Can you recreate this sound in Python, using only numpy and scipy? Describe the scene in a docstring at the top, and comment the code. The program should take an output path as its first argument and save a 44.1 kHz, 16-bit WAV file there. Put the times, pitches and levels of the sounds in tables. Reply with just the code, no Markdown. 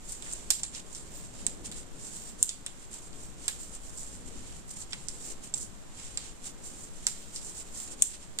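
"""Hollow metal knitting needles and thick yarn, close to two microphone ports in a quiet room.
From the start, pulls of yarn hiss by stick-slip friction over the low rustle of fabric on a table.
Impacts of the tips ring the tubes, reflect off the table and fade in the room, sharply at 0.5 and 2.4 s.
Around 4 s the ticks thin out while the yarn slides on; they return, and the hardest falls at 8 s.
Throughout, each port adds its own sharp treble resonance."""
import sys
import numpy as np
from scipy import signal
from scipy.fft import rfft, irfft
from scipy.io import wavfile
from scipy.ndimage import uniform_filter1d

SR = 44100
rng = np.random.default_rng(int(sys.argv[2]) if len(sys.argv) > 2 else 0)


def file_out(sig):
    """Save sig as 16-bit WAV at sys.argv[1]."""
    # one column per channel
    cols = np.atleast_2d(sig).T
    # limit, then scale
    lim = np.clip(cols, -1, 1)
    pcm = np.round(lim * 32767).astype(np.int16)
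    wavfile.write(sys.argv[1], SR, pcm)


N = 370440
T = np.arange(N) / SR

# Frequency response of each microphone port: frequency_hz, gain_db
LEFT_PORT_RESPONSE = [(60, 5), (250, 3), (1200, -0.5), (3000, 7), (5000, 4.5), (7200, 8), (8200, 14.5),
                      (8800, 18), (9400, 5.5), (10400, 1.5), (12800, -9.5), (15000, -16)]
RIGHT_PORT_RESPONSE = [(60, 2.5), (250, -1.5), (1200, -2), (3000, 8.5), (5000, 9.5), (6500, 14),
                       (7100, 20.5), (7350, 20), (7520, 25), (7750, 19), (8100, 13.5), (9100, 10.5),
                       (10400, -4), (12800, -6), (15000, -20.5)]


def needle_ticks(size=2048):
    """Image source: each tick arrives directly and off the table. Returns that pair and the room feed."""
    # Needle contacts: start_s, level_db, left_minus_right_db, rattle_ms, knock_db, at_3500_hz_db,
    # at_4400_hz_db, at_5600_hz_db, glint_db, room_db, ring_db, echo_db
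    contacts = [(0.121, -27.5, 12, 0.43, -17, -15, -15, -16, 4, -5, -34, -12),
                (0.2232, -33.5, -21, 0.32, 3, 6, -9, 4, -10, -5, -32, -10),
                (0.262, -34, 1, 0.35, 19, 2, -4, -4, -10, -3, -34, -10),
                (0.288, -39, 0, .3, 18, 4, -4, -4, -10, -8, -34, -10),
                (0.3345, -21, 4, 0.64, -16, -24, -24, -17, -15, -27, -36, -12),
                (0.5034, -7.5, -8.5, 0.73, -3, -2.5, -2, 1, 5.5, -1, -20, -5.5),
                (0.6328, -14, -4, .5, -4, -3.5, -2, -7, -12, -5, -20, -9),
                (0.748, -29.5, -9, .55, -4, 2, 10, 11, -20, -9, -34, -12),
                (0.9285, -33.5, -10, .5, -14, -8, -4, -4, -2, -15, -34, -10),
                (0.9488, -28.5, -5, 0.42, -7, -3, -1, 2, -11, 0, -44, -12),
                (1.4655, -11, -9, .5, -5, -4.5, -5, -3, -1, -7.5, -30, -9),
                (1.715, -28, 0, 0.32, 4, 3, 3, -3, 2, -1, -34, -10),
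                (1.7427, -37, 1, .5, 0, -5, -5, -2, -3, -12, -34, -10),
                (2.4277, -3.5, 2.5, .3, -15, -7.5, -12, -8, 6, -5.5, -42, -9),
                (2.4915, -19, -8, 0.33, -10, 0, 1, -1, -17, -6, -38, -12),
                (2.4924, -18.5, -3, 0.28, -16, 0, -3, -3, -17, -5, -38, -12),
                (2.6627, -19.5, 0.5, 0.51, 2.5, 6, -3, -2, 0, -7, -37, -8),
                (3.13, -39, -2, .3, 5, 5, 5, 3, -10, -8, -34, -12),
                (3.203, -42, 0, .3, 7, 5, 5, 3, -10, -8, -34, -12),
                (3.48, -13, -8.5, 0.69, 4, 2, -1, -1, 7, -3.5, -46, -9),
                (3.749, -35, 14, 1, -9, -17, -17, -11, -4, -4, -28, -10),
                (3.895, -37, -2, .4, -10, -10, -10, -5, 0, -6, -34, -10),
                (4.821, -36, -5, .3, 0, 8, 8, 6, -10, -8, -34, -12),
                (4.9237, -34, -13, 0.51, 16, 18, 9, 15, -7, -21, -34, -12),
                (4.9312, -20, -5.5, 0.56, 18.5, 16.5, 11, 11, -10, -15.5, -34, -14),
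                (5.0843, -21, -9.5, 0.476, -7, -6, -4, 4, -7, -4, -40, -10),
                (5.5386, -17, -13, .6, -10, -9, -15, -20, -6, -4, -6, -8),
                (6.1727, -17.5, -10, .6, 4, 3.5, 6, 0, -3, -7.5, -18, -14),
                (7.0671, -9.5, -9.5, .5, 1.5, -3, -2, 1, 3.5, -4, -23, -17),
                (7.36, -26, -3, .5, -5, 4, 10, 15, 4, -5, -30, -10),
                (8.0215, -1.5, 6, 0.68, -17.5, -7, -19, -8, 3, -6, -31.5, -11),
                (8.227, -36, -6, 0.54, 10, -3, -1, 0, -18, 0, -32, -10),
                (8.387, -16, -5.5, .5, 2, 7, 6, -5, 4, -5, -34, -10)]
    # Treble snap of every contact, the reference for knock_db to glint_db: frequency_hz, gain_db
    snap = [(6400, -2.5), (7500, 0), (8400, 0.5), (9400, 0)]
    table_echo_ms, left_lag_ms, snap_ms = 3.7, 0.14, 0.41
    ports = minimum_phase(LEFT_PORT_RESPONSE), minimum_phase(RIGHT_PORT_RESPONSE)
    near, room_feed = np.zeros((2, N + 2 * size)), np.zeros(N + 2 * size)
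    for contact, noise in zip(contacts, rng.standard_normal((len(contacts), 3, size))):
        start_s, level_db, pan_db, rattle_ms, knock_db = contact[:5]
        low_db, mid_db, high_db, glint_db, room_db, ring_db, echo_db = contact[5:]
        # A thin tube radiates little bass and is weak near 2.8 kHz; grip and point of impact set the rest.
        spectrum = [(400, knock_db - 26), (1000, knock_db - 6), (2100, knock_db - 6), (2800, low_db - 6),
                    (3500, low_db), (4400, mid_db), (5600, high_db), *snap, (11500, glint_db)]
        colour = minimum_phase(spectrum, size=256)
        force = tip_chatter(rattle_ms, noise)
        tick = np.convolve(force[:256], colour)
        tick = np.pad(tick, (0, size - len(tick)))
        tick += undb(ring_db) * tube_ring(force[:256], size)
        tick += np.linalg.norm(force) * dull_knock(rattle_ms, knock_db, noise[2])
        onset, lag = int(start_s * SR), int(left_lag_ms * SR / 1000)
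        echo = int((table_echo_ms + 0.24 * noise[1, 0]) * SR / 1000)
        for side, start, side_db in ((0, onset + lag, pan_db / 2), (1, onset, -pan_db / 2)):
            # Level counts the energy behind the port as if gathered into snap_ms.
            energy = np.sum(np.convolve(tick[:256], ports[side][:256]) ** 2)
            direct = tick * undb(level_db) / np.sqrt(energy / (snap_ms * SR / 1000))
            near[side, start:start + size] += undb(side_db) * direct
            near[side, start + echo:start + echo + size] += undb(side_db + echo_db) * direct
            # The room blurs the rattle and keeps only the colour of the blow.
            blurred = colour * np.linalg.norm(direct) / np.linalg.norm(colour)
            room_feed[onset:onset + 256] += undb(room_db) * blurred / 2
    return near[:, :N], room_feed[:N]


def tip_chatter(rattle_ms, noise):
    """Impact and rebound: the tips rattle around one hard contact, then skid together once more."""
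    rebound_ms, crossover_hz = 0.67, 5900
    samples = np.arange(noise.shape[1])
    t_ms = 1000 * samples / SR
    age = t_ms / rattle_ms
    rattle = 0.83 * noise[0] * age * np.exp(1 - age)
    impact = samples == int(rattle_ms * SR / 1000)
    rebound = 0.16 * noise[1] * np.exp(-((t_ms - rattle_ms - rebound_ms) / 0.69) ** 2)
    chatter = rattle + impact + rebound
    # Only the treble rattles; below the crossover the blow is one dispersed pulse.
    highpass, lowpass = (signal.butter(4, crossover_hz, kind, fs=SR, output="sos")
                         for kind in ("high", "low"))
    body = signal.sosfilt(lowpass, bending_pulse(rattle_ms, noise[2, ::-1]))
    return signal.sosfilt(highpass, chatter) + body * np.linalg.norm(chatter)


def bending_pulse(delay_ms, noise):
    """Dispersion: bending waves carry all frequencies equally strongly, but the low ones arrive late."""
    lag_at_1500_hz_ms, slice_hz = 1.224, 250
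    hz = np.arange(len(noise) // 2 + 1) * SR / len(noise)
    scatter = np.interp(hz / slice_hz, np.arange(len(noise)), np.abs(noise))  # each slice has its own lag
    bending_ms = lag_at_1500_hz_ms * np.sqrt(1500 / np.maximum(hz, 500))
    group_delay_s = (delay_ms * (0.5 + scatter) + bending_ms) / 1000
    return irfft(np.exp(-2j * np.pi * np.cumsum(group_delay_s) * hz[1]))


def tube_ring(force, size):
    """Modal vibration: the blow excites the hollow needle's modes, each a damped sinusoid."""
    # Modes of the tube: pitch_hz, level_db, t60_s
    modes = [(800, -18, 0.027), (3750, -14, 0.012), (4870, -15, .012), (5820, -11, 0.024), (7500, -15, .02),
             (7690, -14, 0.018)]
    pitch_hz, level_db, t60_s = (column[:, None] for column in np.transpose(modes))
    t = np.arange(size) / SR
    response = np.sum(undb(level_db) * np.sin(2 * np.pi * pitch_hz * t) * 1000 ** (-t / t60_s), axis=0)
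    return np.convolve(force, response)[:size]


def dull_knock(rise_ms, knock_db, noise, decay_ms=12.7):
    """Damped vibration: the blow rumbles on through yarn and fingers and dies exponentially."""
    t_ms = 1000 * np.arange(len(noise)) / SR
    rumble = noise * np.minimum(t_ms / rise_ms, 1) * np.exp(-t_ms / decay_ms)
    spectrum = [(300, knock_db - 20), (900, knock_db), (2100, knock_db), (4500, knock_db - 20)]
    knock = np.convolve(rumble, minimum_phase(spectrum, size=256))[:len(noise)]
    return undb(-1.5) * knock / np.linalg.norm(rumble)


def yarn_friction():
    """Stick-slip friction: yarn dragged over metal gives a grainy hiss above a duller rustle."""
    # Level of the top treble band near 14 kHz, flickering in and out: time_s, gain_db
    top_band_levels = [(0, 4), (.35, 0), (.6, 3), (.95, 2), (1.05, -2), (1.18, 15), (1.35, -7), (1.62, 6),
                       (1.9, -12), (2.1, 3), (2.28, 10), (2.5, 4), (2.75, -14), (2.95, 2), (3.12, -10),
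                       (3.25, 9), (3.42, -4), (3.6, 4), (4.0, 4), (4.2, -3), (4.55, -12), (4.66, 3),
                       (4.78, -5), (4.98, -12), (5.25, 9), (5.6, -1), (5.75, -14), (6.0, -7), (6.24, 5),
                       (6.35, -8), (6.5, 7), (6.85, 10), (6.95, -11), (7.2, 12), (7.45, -3), (7.78, 8),
                       (7.92, -2), (8.2, -8), (8.4, -8)]
    top_hz, top_width_hz = 14360, 2360
    hiss_db, rustle_db = yarn_pulls()
    catch = np.clip((hiss_db + 49) / 14, 0, 1)  # the harder the pull, the more the yarn catches
    drag = undb(hiss_db + 0.76 * walk(60) + 1.03 * walk(400) + 1.6 * catch * walk(200))
    slips = fibre_slips(catch)
    flicker = undb(np.interp(T, *np.transpose(top_band_levels)) + 2.8 * walk(25))
    top_band = flicker * steep_band(slips, top_hz, top_width_hz)
    hiss = slips - 0.46 * band(slips, top_hz + 1200, width_hz=4400)  # the hiss stops short of the top
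    rustle = unit(band(rng.standard_normal((2, N)), hz=2500, width_hz=4800))
    rub = undb(-15.5 + 4.4 * walk(120)) * catch * unit(band(hiss, hz=5130, width_hz=7300))
    port_energy = [np.sum(minimum_phase(port) ** 2) for port in (LEFT_PORT_RESPONSE, RIGHT_PORT_RESPONSE)]
    port_gain = np.sqrt(np.mean(port_energy) / 2)  # what the ports will add to a hiss
    return drag * (hiss + top_band + rub + undb(rustle_db) * rustle) / port_gain


def yarn_pulls():
    """Amplitude envelope: each pull swells from rest and sinks back; the strongest sets the levels."""
    # Pulls along the needles, rustle relative to hiss: peak_s, peak_db, rise_s, fall_s, peak_rustle_db
    pulls = [(0.122, -43.5, 0.12, 0.14, -14), (0.092, -42, 0.017, .05, -16), (0.3, -44.5, 0.16, 0.25, -8),
             (0.33, -37.5, 0.025, 0.017, -22), (0.575, -53, 0.63, .10, -7), (0.57, -47, .06, .05, -8),
             (0.597, -43, .02, .016, -3), (0.762, -45.5, 0.048, 0.078, 0.5),
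             (0.965, -47, 0.13, 0.13, -11.5), (1.075, -53.5, .02, .05, -4), (1.185, -46.5, 0.13, 0.18, -10),
             (1.403, -50, 0.1, 0.1, -3.5), (1.5, -52.5, .05, .1, -4), (1.661, -42, 0.032, 0.051, -6.5),
             (1.78, -44.5, 0.043, 0.065, -9.5), (2.051, -44, 0.11, 0.24, -12.5),
             (2.16, -43.5, 0.17, 0.21, -13), (2.22, -46, .08, .06, -9), (2.285, -45, 0.18, 0.071, -10.5),
             (2.31, -48, .05, .025, -10), (2.41, -43.5, 0.037, .11, -15), (2.49, -47, 0.023, 0.09, -1.5),
             (2.83, -53, .08, .04, -6), (2.915, -46.5, 0.0074, .05, -11), (2.933, -44.5, 0.03, 0.12, -9.5),
             (3.04, -48, 0.11, 0.068, -14), (3.251, -49, 0.16, 0.079, -11),
             (3.45, -47.5, 0.095, 0.31, -7.5), (3.612, -46, 0.077, 0.18, -13), (3.70, -49, .05, .04, -11),
             (3.751, -45, 0.1, 0.047, -11), (3.895, -47, 0.13, .04, -12), (3.98, -41, 0.025, 0.18, -19),
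             (3.99, -47.5, 0.23, 0.3, -11.5), (4.07, -47, .1, .12, -11), (4.135, -48, .08, .09, -11),
             (4.284, -48, 0.051, 0.032, -9), (4.334, -54.5, 0.044, 0.071, -1.5), (4.39, -53, .15, .15, -3),
             (4.48, -52, 0.12, 0.12, -2), (4.564, -50, 0.06, 0.07, -7), (4.682, -51, .008, .04, -13),
             (4.693, -42.5, 0.0058, .012, -16), (4.71, -40, 0.016, 0.035, -21),
             (4.737, -46, .01, 0.035, -12), (4.77, -44.5, 0.035, 0.03, -11),
             (4.824, -40.5, 0.1, 0.031, -16), (4.91, -52, .008, 0.026, -3), (4.925, -52.5, .03, 0.23, -3),
             (5.06, -51.5, .1, .06, -6), (5.16, -49, .1, .1, -9), (5.275, -43, 0.26, 0.094, -13),
             (5.32, -44, 0.11, 0.037, -10.5), (5.446, -46, 0.031, 0.069, -9.5),
             (5.563, -39, 0.022, .02, -14), (5.579, -36.5, 0.034, 0.036, -21),
             (5.619, -39.5, 0.071, 0.088, -23), (6.01, -50, 0.096, 0.27, -2.5), (6.25, -52, 0.11, 0.088, 2),
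             (6.461, -40, 0.047, 0.068, -9), (6.661, -43.5, 0.057, 0.13, -13.5),
             (6.842, -46.5, 0.29, 0.06, -13.5), (7.058, -50, 0.16, 0.61, -5.5),
             (7.361, -41, 0.061, 0.087, -13), (7.43, -45.5, .12, .1, -9), (7.415, -45.5, .03, .05, -8),
             (7.47, -44, 0.24, 0.07, -16.5), (7.505, -42, .12, .035, -15), (7.59, -42, 0.11, 0.06, -14),
             (7.612, -43, .05, .028, -7.5), (7.68, -50.5, 0.049, .04, -8), (7.778, -39.5, .045, 0.087, -15),
             (7.88, -46.5, .02, .04, -8), (7.8, -41, 0.15, 0.15, -13.5),
             (7.924, -41.5, 0.046, 0.032, -10.5), (8.052, -38.5, 0.089, 0.083, -11),
             (8.1, -44.5, .08, 0.11, -5), (8.14, -46, .025, .05, -2), (8.229, -55.5, 0.065, 0.034, 0.5)]
    rest_db, rest_rustle_db, roundness = -61.0, -3.0, 1.265  # a roundness of 1 gives a pointed swell
    hiss_db, rustle_db = np.full(N, rest_db), np.full(N, rest_rustle_db)
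    for peak_s, peak_db, rise_s, fall_s, peak_rustle_db in pulls:
        away = np.where(T < peak_s, (peak_s - T) / rise_s, (T - peak_s) / fall_s)
        swell = 1 - np.minimum(away, 1) ** roundness
        pull_db = rest_db + swell * (peak_db - rest_db)
        pull_rustle_db = rest_rustle_db + swell * (peak_rustle_db - rest_rustle_db)
        rustle_db = np.where(pull_db > hiss_db, pull_rustle_db, rustle_db)
        hiss_db = np.maximum(pull_db, hiss_db)
    return hiss_db, rustle_db


def fibre_slips(catch):
    """Shot noise: thousands of fibres slip each second, and in a hard pull single ones snap free."""
    slip_ms, unevenness_db, snags_per_s = 0.33, 1.54, 400
    slip_samples = int(slip_ms * SR / 1000)
    noise = rng.standard_normal((2, N))
    slip_db = unevenness_db * np.repeat(rng.exponential(size=N), slip_samples)[:N]  # same at both ports
    snags = (rng.random(N) < catch * snags_per_s / SR) * rng.standard_normal(N) * undb(3)
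    slips = unit(noise * undb(slip_db)) + snags
    return unit(slips - 0.95 * band(slips, hz=2600, width_hz=7100))  # fine fibres scratch high


def fabric_shifts():
    """Modulated band noise: hands and heavy fabric shift on the table with rustle, thump and rumble."""
    # Movements, thump and rumble relative to rustle: time_s, rustle_db, thump_db, rumble_db
    shifts = [(0.0, -69, 8, 18.5), (0.3, -53, -11, 1.5), (0.62, -51.5, 3.5, -5), (0.9, -56, -4, 0),
              (1.25, -57.5, 6.5, 4), (1.55, -52, -5, 0), (1.8, -55.5, 0, 1), (2.1, -55.5, 2, -7),
              (2.6, -65, 4, 8.5), (3.1, -57, 1, 1), (3.7, -61, -6, 10), (4.25, -52, -3, 4),
              (4.65, -60.5, 8, 10), (5.0, -59, 5.5, 5), (5.3, -51, -9, -6), (5.6, -60.5, 6, -3),
              (6.3, -55, -3.5, 0.5), (6.7, -54.5, -1, -5), (7.1, -60, 6, -3), (7.9, -53, -6.5, -2.5),
              (8.4, -57, -1, -1)]
    time_s, rustle_db, thump_db, rumble_db = np.transpose(shifts)
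    out = 0
    for hz, level_db in ((290, rustle_db), (115, rustle_db + thump_db), (36, rustle_db + rumble_db)):
        mid, side = unit(steep_band(rng.standard_normal((2, N)), hz, width_hz=1.66 * hz))
        swell = undb(np.interp(T, time_s, level_db) + 2.15 * walk(7.6))
        out = out + swell * stereo(0.48 * mid, 0.4 * side)
    return out


def table_bumps():
    """Soft impact: hands and fabric meet the table slowly, so each bump is a swell of low noise."""
    # Bumps: middle_s, length_s, pitch_hz, level_db
    bumps = [(1.461, 0.17, 200, -52), (1.565, 0.19, 305, -55.5), (1.7, 0.1, 219, -53.5),
             (4.15, .1, 187, -57), (4.279, 0.1, 272, -55.5), (4.379, 0.08, 262, -52.5),
             (4.581, 0.21, 126, -58), (4.98, 0.067, 123, -52), (5.306, 0.11, 350, -54.5)]
    size, lead_s = SR // 2, 0.25
    t = np.arange(size) / SR - lead_s
    out = np.zeros((2, N))
    for middle_s, length_s, pitch_hz, level_db in bumps:
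        mid, side = unit(steep_band(rng.standard_normal((2, size)), pitch_hz, width_hz=0.45 * pitch_hz))
        swell = np.exp(-2 * (t / (length_s / 2)) ** 2)
        start = int((middle_s - lead_s) * SR)
        out[:, start:start + size] += undb(level_db) * swell * stereo(mid, 0.4 * side)
    return out


def room_reverberation(size=22050):
    """Diffuse field: two unrelated noise tails of unit energy, each band decaying at its own rate."""
    # Reverberation time: frequency_hz, t60_s
    decay_times = [(1500, 0.46), (3000, 0.17), (3700, 0.29), (5000, 0.28), (7500, 0.27), (14000, 0.25)]
    # Colour of the reflections: frequency_hz, gain_db
    colour = [(1000, -0.5), (2400, 3.5), (3600, 4), (5500, -0.5), (7500, -1), (14000, 2)]
    t, tail = np.arange(size) / SR, 0
    early_boost = 1 + 0.55 * np.exp(-t / 0.0061)  # nearby things answer louder at first
    for hz in 1000 * 2 ** np.arange(0, 4.1, 0.5):  # half octaves, 1 to 16 kHz
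        fade = 1000 ** (-t / read_curve(decay_times, hz)) * early_boost
        noise = band(rng.standard_normal((2, size)), hz, width_hz=hz / 2)
        tail = tail + noise * fade * undb(read_curve(colour, hz))
    tail *= np.clip(t / 0.004 - 0.5, 0, 1)  # the first walls answer after a few ms
    tail *= undb(2.5 * walk(370)[:size] * np.exp(-t / 0.049))  # early echoes come in lumps
    return tail / np.sqrt(np.sum(tail ** 2, axis=1, keepdims=True))


def background_noise():
    """Partial coherence: steady noise and slowly swelling distant rumble, a little alike in the bass."""
    # Steady background noise, cut off above about 13 kHz: frequency_hz, relative_density_db
    noise_spectrum = [(15, 5.5), (35, -10), (80, -19.5), (200, -11), (530, -17.5), (1200, -20),
                      (2700, -35.5), (6000, -41.5), (9000, -47), (12300, -27.5), (13500, -82), (17000, -72)]
    level_db = -49.5
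    hz = np.arange(N // 2 + 1) * SR / N
    shared, own = rfft(rng.standard_normal(N)), rfft(rng.standard_normal((2, N)))
    coherence = 0.23 * 500 / (500 + hz)
    spectrum = np.sqrt(coherence) * shared + np.sqrt(1 - coherence) * own
    spectrum *= undb(read_curve(noise_spectrum, hz))
    steady, rumble = irfft(spectrum, N), irfft(spectrum * (hz < 700), N)
    return undb(level_db) * (steady + rumble * (undb(walk(1.98)) - 1)) / np.std(steady)


def undb(db):
    """Decibels as an amplitude ratio."""
    return 10 ** (np.asarray(db) / 20)


def unit(x):
    """Normalisation to an RMS of 1."""
    return x / np.sqrt(np.mean(x ** 2))


def stereo(mid, side):
    """Sum and difference give left and right."""
    return np.array([mid + side, mid - side])


def band(x, hz, width_hz):
    """One resonance, gain 1 at the centre."""
    return signal.lfilter(*signal.iirpeak(hz, hz / width_hz, SR), x)


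def steep_band(x, hz, width_hz):
    """Two equal resonances in cascade."""
    return band(band(x, hz, width_hz), hz, width_hz)


def walk(rate_hz):
    """Random modulation: levels held for 1 / rate_hz seconds and smoothed twice, RMS 1."""
    hold = int(SR / rate_hz)
    steps = np.repeat(rng.standard_normal(N // hold + 1), hold)
    return unit(uniform_filter1d(uniform_filter1d(steps, hold), hold)[:N])


def read_curve(points, hz):
    """Interpolation of (frequency_hz, value) points on a log-frequency axis."""
    frequency_hz, values = np.transpose(points)
    return np.interp(np.log(np.maximum(hz, 1)), np.log(frequency_hz), values)


def minimum_phase(points, size=1024):
    """Causal impulse response of a (frequency_hz, gain_db) curve, by folding its cepstrum."""
    hz = np.arange(size + 1) * SR / (2 * size)
    cepstrum = irfft(read_curve(points, hz) * np.log(10) / 20)
    cepstrum[1:size] *= 2
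    cepstrum[size + 1:] = 0
    return irfft(np.exp(rfft(cepstrum)))[:size]


def scene():
    """Superposition: ticks, their reverberation, yarn, fabric and background add at the two ports."""
    ticks, room_feed = needle_ticks()
    reverberation = signal.fftconvolve(room_feed[None], room_reverberation(), axes=1)[:, :N]
    return ticks + reverberation + yarn_friction() + fabric_shifts() + table_bumps() + background_noise()


def record(dry):
    """Resonance and gain control: each port rings; loud ticks duck the gain and clip; the top is cut."""
    threshold, depth, attack_s, release_s = 0.11, 0.023, 0.0034, 0.11
    ceiling, cutoff_hz = 0.84, 15500
    ports = np.array([signal.fftconvolve(channel, minimum_phase(response))[:N]
                      for channel, response in zip(dry, (LEFT_PORT_RESPONSE, RIGHT_PORT_RESPONSE))])
    excess = np.maximum(np.abs(ports).max(axis=0) - threshold, 0)
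    attack, release = np.exp(-1 / (attack_s * SR)), np.exp(-1 / (release_s * SR))
    accumulated = signal.lfilter([1], [1, -release], excess)
    duck = signal.lfilter([1 - attack], [1, -attack], accumulated)
    clipped = np.clip(ports / (1 + depth * duck), -ceiling, ceiling)
    lowpass = signal.ellip(8, 0.2, 70, cutoff_hz, fs=SR, output="sos")
    return signal.sosfilt(lowpass, clipped)


dry = scene()
out = record(dry)
file_out(out)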